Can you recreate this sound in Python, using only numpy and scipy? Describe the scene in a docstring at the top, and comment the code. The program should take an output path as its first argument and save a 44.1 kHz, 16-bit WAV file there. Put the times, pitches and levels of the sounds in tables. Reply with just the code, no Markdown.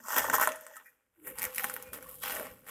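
"""Peeling cling film off a bowl

Hands peel cling film off a glass bowl on a kitchen counter, heard from close by.
The taut film unsticks in dense crackle and sharp snaps, rests, then crinkles as it is drawn back.
Each snap is a short low-pitched pop plus a bright tick of noise; crackle is shaped from random clicks.
Soft rubs, a hum, bumps, rustle and rumble lie below; the bowl rings faintly and the kitchen answers."""
import sys
import numpy as np
from scipy import signal
from scipy.fft import rfft, irfft
from scipy.io import wavfile
from scipy.ndimage import uniform_filter1d

SR = 44100
rng = np.random.default_rng(int(sys.argv[2]) if len(sys.argv) > 2 else 0)


def generate_wav(signal):
    """Clip the signal to [-1, 1] and save it as 16-bit WAV at the path in sys.argv[1]."""
    frames = np.transpose(np.atleast_2d(signal))
    scaled = np.clip(frames, -1, 1) * 32767
    pcm = np.round(scaled).astype(np.int16)
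    wavfile.write(sys.argv[1], SR, pcm)


N = 119070
TIME = np.arange(N) / SR


def amp(db):
    """Turns decibels into a plain multiplier."""
    return 10 ** (np.asarray(db) / 20)


def unit(x):
    """Scales a sound to an average strength (rms) of 1."""
    return x / np.sqrt(np.mean(x ** 2) + 1e-20)


def read(points, hz):
    """Reads a table between its points, on a logarithmic pitch axis."""
    f, value = np.transpose(points)
    return np.interp(np.log(hz + 1), np.log(f + 1), value)


def level(table, axis):
    """Turns one dB column of a table into a multiplier that changes over time."""
    rows = np.array(table)
    return amp(np.interp(TIME, rows[:, 0], rows[:, axis]))


def add(mix, s, sound):
    """Mixes a sound in, starting at time s in seconds."""
    part = mix[max(0, round(s * SR)):][:len(sound)]
    part += sound[:len(part)]


def colour(x, points):
    """Filters a sound to a spectrum shape, without pre-echo; the filter has unit energy."""
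    log_gain = np.log(amp(read(points, abs(np.fft.fftfreq(4096, 1 / SR)))))
    # the Hilbert transform supplies the phase that puts the energy as early as possible
    spectrum = np.exp(np.conj(signal.hilbert(log_gain)))
    taps = np.fft.ifft(spectrum).real[:2048]
    return signal.fftconvolve(x, taps / np.linalg.norm(taps))[:N]


# Tone of the steady background noise: (pitch [Hz], relative level [dB])
FLOOR_COLOUR = [(25, -5), (60, 7.5), (200, -5), (500, -11.5), (1600, -2.5), (4000, -19.5), (8000, -13),
                (13000, -15), (16000, -27.5)]
FLOOR_DB = -84.5


def background():
    """Steady, very quiet noise: random samples filtered to one fixed tone."""
    return amp(FLOOR_DB) * colour(rng.standard_normal(N), FLOOR_COLOUR)


# Time the room's tail takes to fall by 60 dB: (pitch [Hz], decay time [s])
ROOM_T60 = [(100, 0.44), (500, 0.18), (1500, 0.46), (4000, 0.63), (9000, 0.6), (15000, 0.4)]
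ROOM_DB, NEAR_DB = -14.5, -6  # strength of the tail and of the quick reflections
NEAR_S = 0.008  # the quick reflections shrink to 37 % in this time


def kitchen(x):
    """Quick reflections from bowl and counter, then a room tail that decays by pitch."""
    t = np.arange(SR) / SR
    near, far = rng.standard_normal((2, SR)) * (t > .002)
    near = near * np.exp(-t / NEAR_S)
    hz, when, bands = signal.stft(far, SR, nperseg=256)
    decay = np.exp(-np.log(1000) * when / read(ROOM_T60, hz)[:, None])
    tail = signal.istft(bands * decay, SR, nperseg=256)[1][:SR]
    echo = amp(NEAR_DB) * near / np.linalg.norm(near) + amp(ROOM_DB) * tail / np.linalg.norm(tail)
    return signal.fftconvolve(x, echo)[:N]


# Loudness of the moving arms: (time [s], level [dB])
RUMBLE = [(0, -83.5), (.14, -84), (.2, -61), (.42, -64.5), (.55, -77.5), (.7, -94), (1.12, -97),
          (1.28, -66.5), (1.55, -75.5), (1.65, -68), (2.52, -64.5), (2.7, -71.5)]
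# Tone of the moving arms: (pitch [Hz], relative level [dB])
RUMBLE_COLOUR = [(20, -27.5), (52, -0.5), (95, -8), (135, -1), (260, -10), (600, -38)]


def rumble():
    """The arms rumble as they move: low filtered noise that swells and fades."""
    return level(RUMBLE, axis=1) * colour(rng.standard_normal(N), RUMBLE_COLOUR)


# Loudness of the flapping sheet and the hands: (time [s], level before RUSTLE_DB is added [dB])
RUSTLE = [(0.0, -64.5), (0.11, -84), (0.17, -39.5), (0.25, -55.5), (0.29, -39), (0.5, -54), (0.59, -66),
          (1.11, -88.5), (1.19, -83), (1.49, -59), (1.56, -92), (1.64, -56), (1.91, -64.5), (1.93, -51),
          (2.17, -70), (2.4, -48), (2.59, -66.5), (2.7, -64.5)]
# Tone of that rustle: (pitch [Hz], relative level [dB])
RUSTLE_COLOUR = [(20, -32), (110, -20.5), (185, -11.5), (245, 1), (330, -0.5), (470, -2), (620, -4.5),
                 (1500, -44.5)]
RUSTLE_DB = -3.5


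def rustle():
    """The whole sheet flaps softly, pushing air as dull filtered noise."""
    flap = colour(rng.standard_normal(N), RUSTLE_COLOUR)
    return amp(RUSTLE_DB) * level(RUSTLE, axis=1) * flap


# Soft bumps of the hands on the bowl: (time [s], pitch [Hz], level [dB])
BUMPS = [(0.324, 100, -50), (1.46, 84.6, -51.5), (1.886, 73.7, -56), (2.511, 55.3, -54.5)]
BUMP_S = 0.0059  # time for a bump to swell to its peak


def bumps():
    """Dull pushes of the hands against the bowl: low tones that swell and die at once."""
    out, t = np.zeros(N), np.arange(SR // 8) / SR
    swell = t / BUMP_S * np.exp(1 - t / BUMP_S)
    for s, hz, db in BUMPS:
        add(out, s, amp(db) * swell * np.sin(2 * np.pi * hz * t))
    return out


# Film rubbing on the glass, and the bowl's soft hum that the rubbing keeps up (the long 511 Hz row):
# (time [s], length [s], pitch [Hz], pitch spread [Hz], level [dB])
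RUBS_AND_HUM = [(.0, 0.069, 229.5, 31, -65.5), (0.022, 0.14, 1162, 410, -52.5),
                (0.44, 0.13, 570, 130, -52.5), (0.589, 0.18, 584, 94, -64.5), (.72, .09, 1800, 300, -60.5),
                (.762, 0.02, 1276, 100, -50.5), (.845, 0.049, 1782, 400, -60),
                (.85, 0.056, 2416, 78, -67.5), (1.158, 0.1, 326, 45, -59.5), (1.215, .14, 358, 160, -58),
                (1.239, .09, 1927, 1000, -58.5), (1.245, 0.12, 512, 37, -58), (1.3, 1.5, 511, 37, -66),
                (1.36, .11, 890, 120, -56.5), (1.58, 0.12, 780, 74, -52.5), (1.817, 0.13, 2430, 5.6, -63),
                (2.007, .16, 1150, 190, -61.5), (2.298, 0.19, 590, 300, -49.5)]


def rubs_and_hum():
    """Rubbing film squeaks and groans, and keeps the bowl humming: noise in a band around one pitch."""
    out, f = np.zeros(N), np.fft.rfftfreq(N, 1 / SR)
    for s, length, hz, spread_hz, db in RUBS_AND_HUM:
        band = 1 / (1 + (1.07 * (f - hz) / spread_hz) ** 2) ** 2
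        tone = irfft(rfft(rng.standard_normal(N)) * band, N)[:int(length * SR)]
        fade = np.sin(np.linspace(0, np.pi, len(tone)))
        add(out, s, amp(db) * unit(tone * fade))
    return out


def bowl(film, modes, db):
    """The bowl and the air in it ring along with the film, as a set of fading tones."""
    t = np.arange(SR) / SR
    ring = np.zeros(SR)
    for hz, mode_db, t60 in modes:
        ring += amp(mode_db) * np.exp(-np.log(1000) * t / t60) * np.sin(2 * np.pi * hz * t)
    return amp(db) * np.std(film) * unit(signal.fftconvolve(film, ring)[:N])


# The film comes free of the near rim and goes slack
SLACK_AT_S, SLACKEN_S = 0.87, 0.44  # middle and length of the change


def slackness():
    """0 while the film is taut over the bowl, 1 once it hangs loose."""
    return np.clip((TIME - SLACK_AT_S) / SLACKEN_S + .5, 0, 1)


CLUMP_DB, CLUMPS_PER_S = 3.5, 130  # size of the random steps, and how many a second


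def clumps():
    """The film lets go in fits and starts: quick uneven swells in loudness."""
    knots = rng.standard_normal(2000)
    swell = np.interp(TIME * CLUMPS_PER_S, np.arange(len(knots)), knots)
    return amp(CLUMP_DB * np.clip(swell, -2, 1))


GRAINS_PER_S, GRAIN_SPREAD_DB = 800, 4.5  # average count, and average extra level before the limit
GRAIN_LIMIT = 2.6  # in spreads: the largest grains stay under the snaps
CREASE_PITCHES = np.geomspace(600, 15000, 16)  # Hz
CREASE_Q = 7.4  # sharpness of each crease's ring
CREASE_SHARE, HISS_SHARE = 0.37, 0.03


def grains():
    """Tiny unstickings of random size; each rings briefly at a crease's pitch, over a little hiss."""
    size = amp(GRAIN_SPREAD_DB * np.minimum(rng.exponential(1, N), GRAIN_LIMIT))
    happens = rng.random(N) < GRAINS_PER_S / SR
    clicks = size * rng.choice([-1., 1.], N) * happens
    crease = rng.integers(0, len(CREASE_PITCHES), N)
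    rings = np.zeros(N)
    for k, hz in enumerate(CREASE_PITCHES):
        rings += signal.lfilter(*signal.iirpeak(hz, CREASE_Q, SR), clicks * (crease == k))
    drive = (1 - CREASE_SHARE) * unit(clicks) + CREASE_SHARE * unit(rings)
    drive = drive + HISS_SHARE * rng.standard_normal(N)
    # even out the loudness over 700 samples (16 ms)
    return drive / np.sqrt(uniform_filter1d(drive ** 2, size=700) + 1e-9)


# Fine crackle of the pulled film, before BODY_DB and FIZZ_DB are added:
# (time [s], level of the sheet's body [dB], level of the fizz [dB])
CRACKLE = [(0, -55, -60), (0.045, -58.5, -48.5), (0.075, -43.5, -40), (0.115, -29.5, -31.5),
           (0.18, -22.5, -26.5), (0.225, -34.5, -36.5), (0.315, -35.5, -41), (0.345, -22.5, -21),
           (0.39, -34.5, -47.5), (0.425, -25, -27), (0.47, -30.5, -39.5), (0.53, -41, -68.5),
           (0.64, -57, -55), (0.72, -54, -58), (0.765, -53, -46), (0.81, -52, -66.5), (0.87, -72, -54.5),
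           (0.92, -70.5, -71.5), (1.1, -83, -88), (1.225, -66.5, -60.5), (1.275, -44, -32.5),
           (1.335, -54, -54), (1.39, -42.5, -40), (1.445, -34.5, -46.5), (1.51, -51, -53.5),
           (1.58, -44, -37.5), (1.66, -39.5, -38), (1.75, -44, -48.5), (1.85, -50.5, -54), (1.92, -59, -60),
           (1.937, -37, -32.5), (1.995, -53.5, -57.5), (2.03, -48, -50.5), (2.08, -54.5, -50),
           (2.11, -53, -44), (2.19, -65.5, -50.5), (2.229, -48, -37.5), (2.238, -32.5, -36),
           (2.39, -35, -37), (2.48, -45, -49.5), (2.56, -61, -59.5), (2.64, -64.5, -64.5), (2.7, -35, -36)]
BODY_DB, FIZZ_DB = -9, -7
# Tones of body and fizz, taut and slack: (pitch [Hz], relative level [dB])
TAUT_BODY = [(150, -43), (400, -17.5), (700, -3), (1050, -4.5), (1800, -0.5), (2300, -15), (3300, -11),
             (4200, -25), (7000, -41.5)]
SLACK_BODY = [(150, -22.5), (480, -5.5), (640, -12), (1100, -1), (2100, -6.5), (2800, -8.5), (3600, -12),
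              (4500, -33), (8000, -43.5)]
TAUT_FIZZ = [(2500, -63.5), (4500, -13.5), (5800, -0.5), (7500, 2.5), (10300, -8.5), (13300, 6),
             (14800, -3), (16000, -18.5)]
SLACK_FIZZ = [(2500, -46), (4800, -42.5), (6000, -27.5), (7400, -3), (10000, 2), (12800, 7), (14800, 1.5),
              (16000, -15)]
# A hard pull on loose film fills in a sizzle between body and fizz: (pitch [Hz], relative level [dB])
SIZZLE_COLOUR = [(1800, -23), (3200, 10), (4300, -1.5), (5600, -1.5), (7500, -11), (11000, -22.5)]
# Strength of the sizzle, relative to the middle of body and fizz: (time [s], level [dB])
SIZZLE_LEVEL = [(1.25, -23), (1.44, -3.5), (2.15, -8), (2.25, -0.5), (2.37, -8)]
FIZZ_HISS_SHARE = .7  # film sliding on film smooths the fizz


def crackle():
    """The grains sound the sheet's body and its fizz; both change tone as the film slackens."""
    drive, slack = grains() * clumps(), slackness()
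    smooth = (drive + FIZZ_HISS_SHARE * rng.standard_normal(N)) / np.hypot(1, FIZZ_HISS_SHARE)
    body_level = level(CRACKLE, axis=1) * amp(BODY_DB)
    fizz_level = level(CRACKLE, axis=2) * amp(FIZZ_DB)
    body, fizz = drive * body_level, smooth * fizz_level
    sizzle = level(SIZZLE_LEVEL, axis=1) * smooth * np.sqrt(body_level * fizz_level)
    taut_sound = colour(body * (1 - slack), TAUT_BODY) + colour(fizz * (1 - slack), TAUT_FIZZ)
    slack_sound = colour(body * slack, SLACK_BODY) + colour(fizz * slack, SLACK_FIZZ)
    return taut_sound + slack_sound + colour(sizzle, SIZZLE_COLOUR)


# Single snaps of the film, before POP_DB and TICK_DB are added:
# (time [s], pop level [dB], tick level [dB], pop pitch [Hz], time to pop's peak [cycles], tick pitch [Hz])
SNAPS = [(0.0531, -42, -45, 1332, 1.1, 12370), (0.0841, -26, -28.5, 1056, 0.57, 8000.0),
         (0.1053, -24.5, -32, 1248, 0.59, 9300.0), (0.131, -21, -34.5, 1207, 0.74, 11620),
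         (0.1359, -22.5, -28, 1179, 0.79, 11400), (0.1641, -19, -45, 1620, 0.64, 10570),
         (0.1648, -22.0, -25.5, 1049, 0.42, 11780), (0.1763, -23, -32, 1466, 1.49, 11150),
         (0.1832, -22.5, -12.5, 1680, 2.1, 13000), (0.2069, -20.5, -40.5, 892, 0.38, 10250),
         (0.2193, -23, -32, 1335, 0.46, 11430), (0.243, -22, -28, 1118, 1.3, 8900.0),
         (0.2471, -18, -43.5, 962, 0.34, 6590), (0.2853, -22.5, -36, 969, 0.8, 9450),
         (0.2991, -15.5, -22, 1520, 0.83, 9380), (0.3001, -23.5, -33, 1306, 1.01, 7960),
         (0.3307, -19.5, -29, 1007, 1.0, 10350), (0.3344, -23.5, -31.5, 1095, 0.38, 10040),
         (0.3379, -16.0, -40.5, 1545, 1.2, 10100.0), (0.341, -12, -24, 1259, 0.83, 9690),
         (0.3441, -18.5, -17.5, 1064, 1.28, 13020), (0.3761, -30.5, -29, 1455, 0.92, 12030),
         (0.3825, -18.5, -24.5, 1084, 1.78, 11300.0), (0.398, -16.5, -20.5, 1159, 0.9, 12150),
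         (0.4122, -19.5, -16, 1282, 0.78, 11860), (0.4153, -14, -24.5, 1203, 0.84, 13650),
         (0.4255, -14.5, -21.5, 1580.0, 0.71, 12000), (0.4291, -32, -20.0, 1710.0, 0.61, 12170),
         (0.4305, -19.5, -26.5, 1610, 0.77, 12600.0), (0.4351, -14.0, -23, 1510, 0.89, 12140),
         (0.4479, -25, -23.5, 1573, 0.99, 10360), (0.4738, -10.0, -17.5, 1158, 0.58, 10320),
         (0.4768, -18.5, -27, 1231, 0.55, 10440), (0.4907, -19.5, -28, 1698, 0.26, 9460),
         (0.5198, -27, -31, 2210, 0.69, 6860), (0.5586, -40, -34, 1490, 0.36, 10090),
         (0.61, -50, -36, 1413, 0.36, 12120), (0.6661, -33.5, -36, 1463, 0.43, 8630),
         (0.7673, -37.5, -34.5, 1475, 0.67, 9350), (1.271, -35.5, -39.5, 1600.0, 0.79, 11080),
         (1.3859, -28.5, -23.5, 1560, 0.36, 9300), (1.3951, -34.5, -26.0, 1836, 1, 11260),
         (1.4131, -40.5, -42.5, 1905, 1.06, 11040), (1.4188, -26.0, -22, 2070, 1.37, 11230),
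         (1.425, -33.5, -24.5, 2154, 1.2, 11700), (1.4297, -33.5, -18, 2323, 2.3, 11850),
         (1.4404, -28, -19, 2134, 1.5, 11510), (1.4519, -27.5, -20, 2114, 0.91, 11580),
         (1.5473, -37, -26.5, 1960, 0.49, 11120), (1.5594, -43.5, -25.5, 1620.0, 0.63, 12350),
         (1.5616, -38, -24.5, 2194, 1.7, 11960), (1.5818, -19, -18.0, 2130, 0.9, 10800),
         (1.5963, -22, -23.5, 1890, 0.89, 13080), (1.6361, -36.5, -25.5, 1590, 0.99, 11980),
         (1.643, -15, -21.5, 1593, 0.58, 10700), (1.644, -41, -22, 1460, 2.7, 12450),
         (1.6979, -25, -26, 1480, 0.66, 10620), (1.7394, -38.5, -22.5, 1926, 0.57, 12800),
         (1.7645, -25, -28.0, 1530, 0.46, 13240), (1.8252, -44, -29.5, 1660, 0.34, 12320),
         (1.9325, -32.5, -29, 1450, 0.75, 12350), (2.0261, -42.5, -36, 1562, 1.33, 11100),
         (2.0927, -48.5, -34.5, 1183, 0.39, 13100), (2.2349, -22.5, -27.5, 1668, 0.32, 10720),
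         (2.2373, -26, -28.5, 1548, 0.63, 11680), (2.2695, -29, -31.5, 1930.0, 0.72, 11720),
         (2.2818, -36.5, -25, 1610, 0.71, 12500), (2.3206, -32, -29, 1443, 0.82, 11600),
         (2.3241, -31.5, -26.5, 1430.0, 0.25, 11470), (2.3503, -38, -26.5, 2170, 0.63, 11940),
         (2.3664, -29, -30, 1840, 1.3, 11160), (2.3706, -31, -35, 1530, 0.83, 11900),
         (2.3979, -26, -33.5, 1390, 0.61, 10500), (2.679, -39, -43.5, 1452, 0.32, 12800)]
# Tone of the ticks: (pitch [Hz], relative level [dB])
TICK_COLOUR = [(2000, -5), (4200, -8), (6000, 1.5), (9000, -1), (12500, -0.5), (14500, 4.5), (16000, -11)]
POP_DB, TICK_DB = -0.5, 0.5
POP_LOWEST_HZ = 340  # the light sheet radiates little bass
# a slower, lower tone follows each pop, as waves come back from the sheet's edge
POP_TAIL_DB, POP_TAIL_S, POP_TAIL_PITCH = -25, .005, .65  # level, time to peak, middle share of pop's pitch
TICK_S, TICK_WIDTH_HZ, TICK_BROAD = 0.00035, 2400, 0.16  # time to peak, bandwidth, share of plain noise
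TICK_RING_DB, TICK_RING_S = 1, 0.0016  # ring against the tick, and its time to shrink to 37 %


def snaps():
    """A crease flips: a bright ringing tick, and a brief pop of the stretched sheet with a lower tail."""
    pops, ticks, t = np.zeros(N), np.zeros(N), np.arange(2048) / SR
    f = np.fft.rfftfreq(len(t), 1 / SR)
    tail_swell = t / POP_TAIL_S * np.exp(1 - t / POP_TAIL_S)
    tick_swell = t / TICK_S * np.exp(1 - t / TICK_S)
    for s, pop_db, tick_db, hz, cycles, tick_hz in SNAPS:
        grit = rng.standard_normal(len(t))
        u = t * hz / cycles
        pop = (u * np.exp(1 - u)) ** 2 * np.sin(2 * np.pi * (hz * t - cycles))
        tail_hz = hz * POP_TAIL_PITCH * (1 + 0.2036 * np.tanh(grit[0]))  # varies by chance
        tail = tail_swell * np.sin(2 * np.pi * tail_hz * t)
        add(pops, s, amp(pop_db + POP_DB) * (pop + amp(POP_TAIL_DB) * tail))
        # noise through a resonance at the tick's own pitch
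        ring = irfft(rfft(grit) / (1 + 2j * (f - tick_hz) / TICK_WIDTH_HZ))
        tick = (ring + TICK_BROAD * grit) * tick_swell
        tick = tick + amp(TICK_RING_DB) * ring * np.exp(-t / TICK_RING_S)
        tick = tick / np.linalg.norm(tick) * np.sqrt(TICK_S * SR / 2)
        add(ticks, s, amp(tick_db + TICK_DB) * tick)
    bass_cut = signal.butter(2, POP_LOWEST_HZ, "high", fs=SR)
    return signal.lfilter(*bass_cut, pops) + colour(ticks, TICK_COLOUR)


# Tones of the bowl with the film stretched over it, and half open:
# (pitch [Hz], relative level [dB], time to fall by 60 dB [s])
COVERED = [(511, -3.5, 0.83), (629.5, 2.5, 0.38), (815, -6, 0.088), (996, -12.5, 0.46), (1060, 7.5, 0.06),
           (1310, -13.5, 0.45), (1620, -9.5, .35), (1920, -10, 0.55)]
OPEN = [(243.4, 8, 0.097), (511, -1, 0.38), (817, -1.5, 0.2), (1755, -15, 0.24)]
COVERED_DB, OPEN_DB = -17, -14  # ringing against the film that drives it
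# Strength of the sideways sound against the centre, before filtering: (pitch [Hz], side level [dB])
TREBLE_WIDTH = [(100, -29), (300, -29), (1200, -43), (3000, -30), (6500, -29), (9000, -15), (15000, -12)]


def scene():
    """Film, bowl and room in the centre; room echo, mostly its treble, spreads to the sides."""
    film, slack = snaps() + crackle(), slackness()
    ringing = bowl(film * (1 - slack), COVERED, COVERED_DB) + bowl(film * slack, OPEN, OPEN_DB)
    direct = film + ringing + rustle() + rumble() + rubs_and_hum() + bumps()
    mid = direct + kitchen(direct) + background()
    spread = unit(kitchen(direct)) * np.std(mid)
    width = amp(read(TREBLE_WIDTH, np.fft.rfftfreq(N, 1 / SR)))
    side = irfft(rfft(spread) * width, N)
    return np.array([mid + side, mid - side])


EDGE_HZ = 16000


def record(dry):
    """Removes the sound above EDGE_HZ with a smooth low-pass filter."""
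    low_pass = signal.firwin(255, EDGE_HZ, window=("kaiser", 9), fs=SR)
    return signal.oaconvolve(dry, low_pass[None], "same")


dry = scene()
out = record(dry)
generate_wav(out)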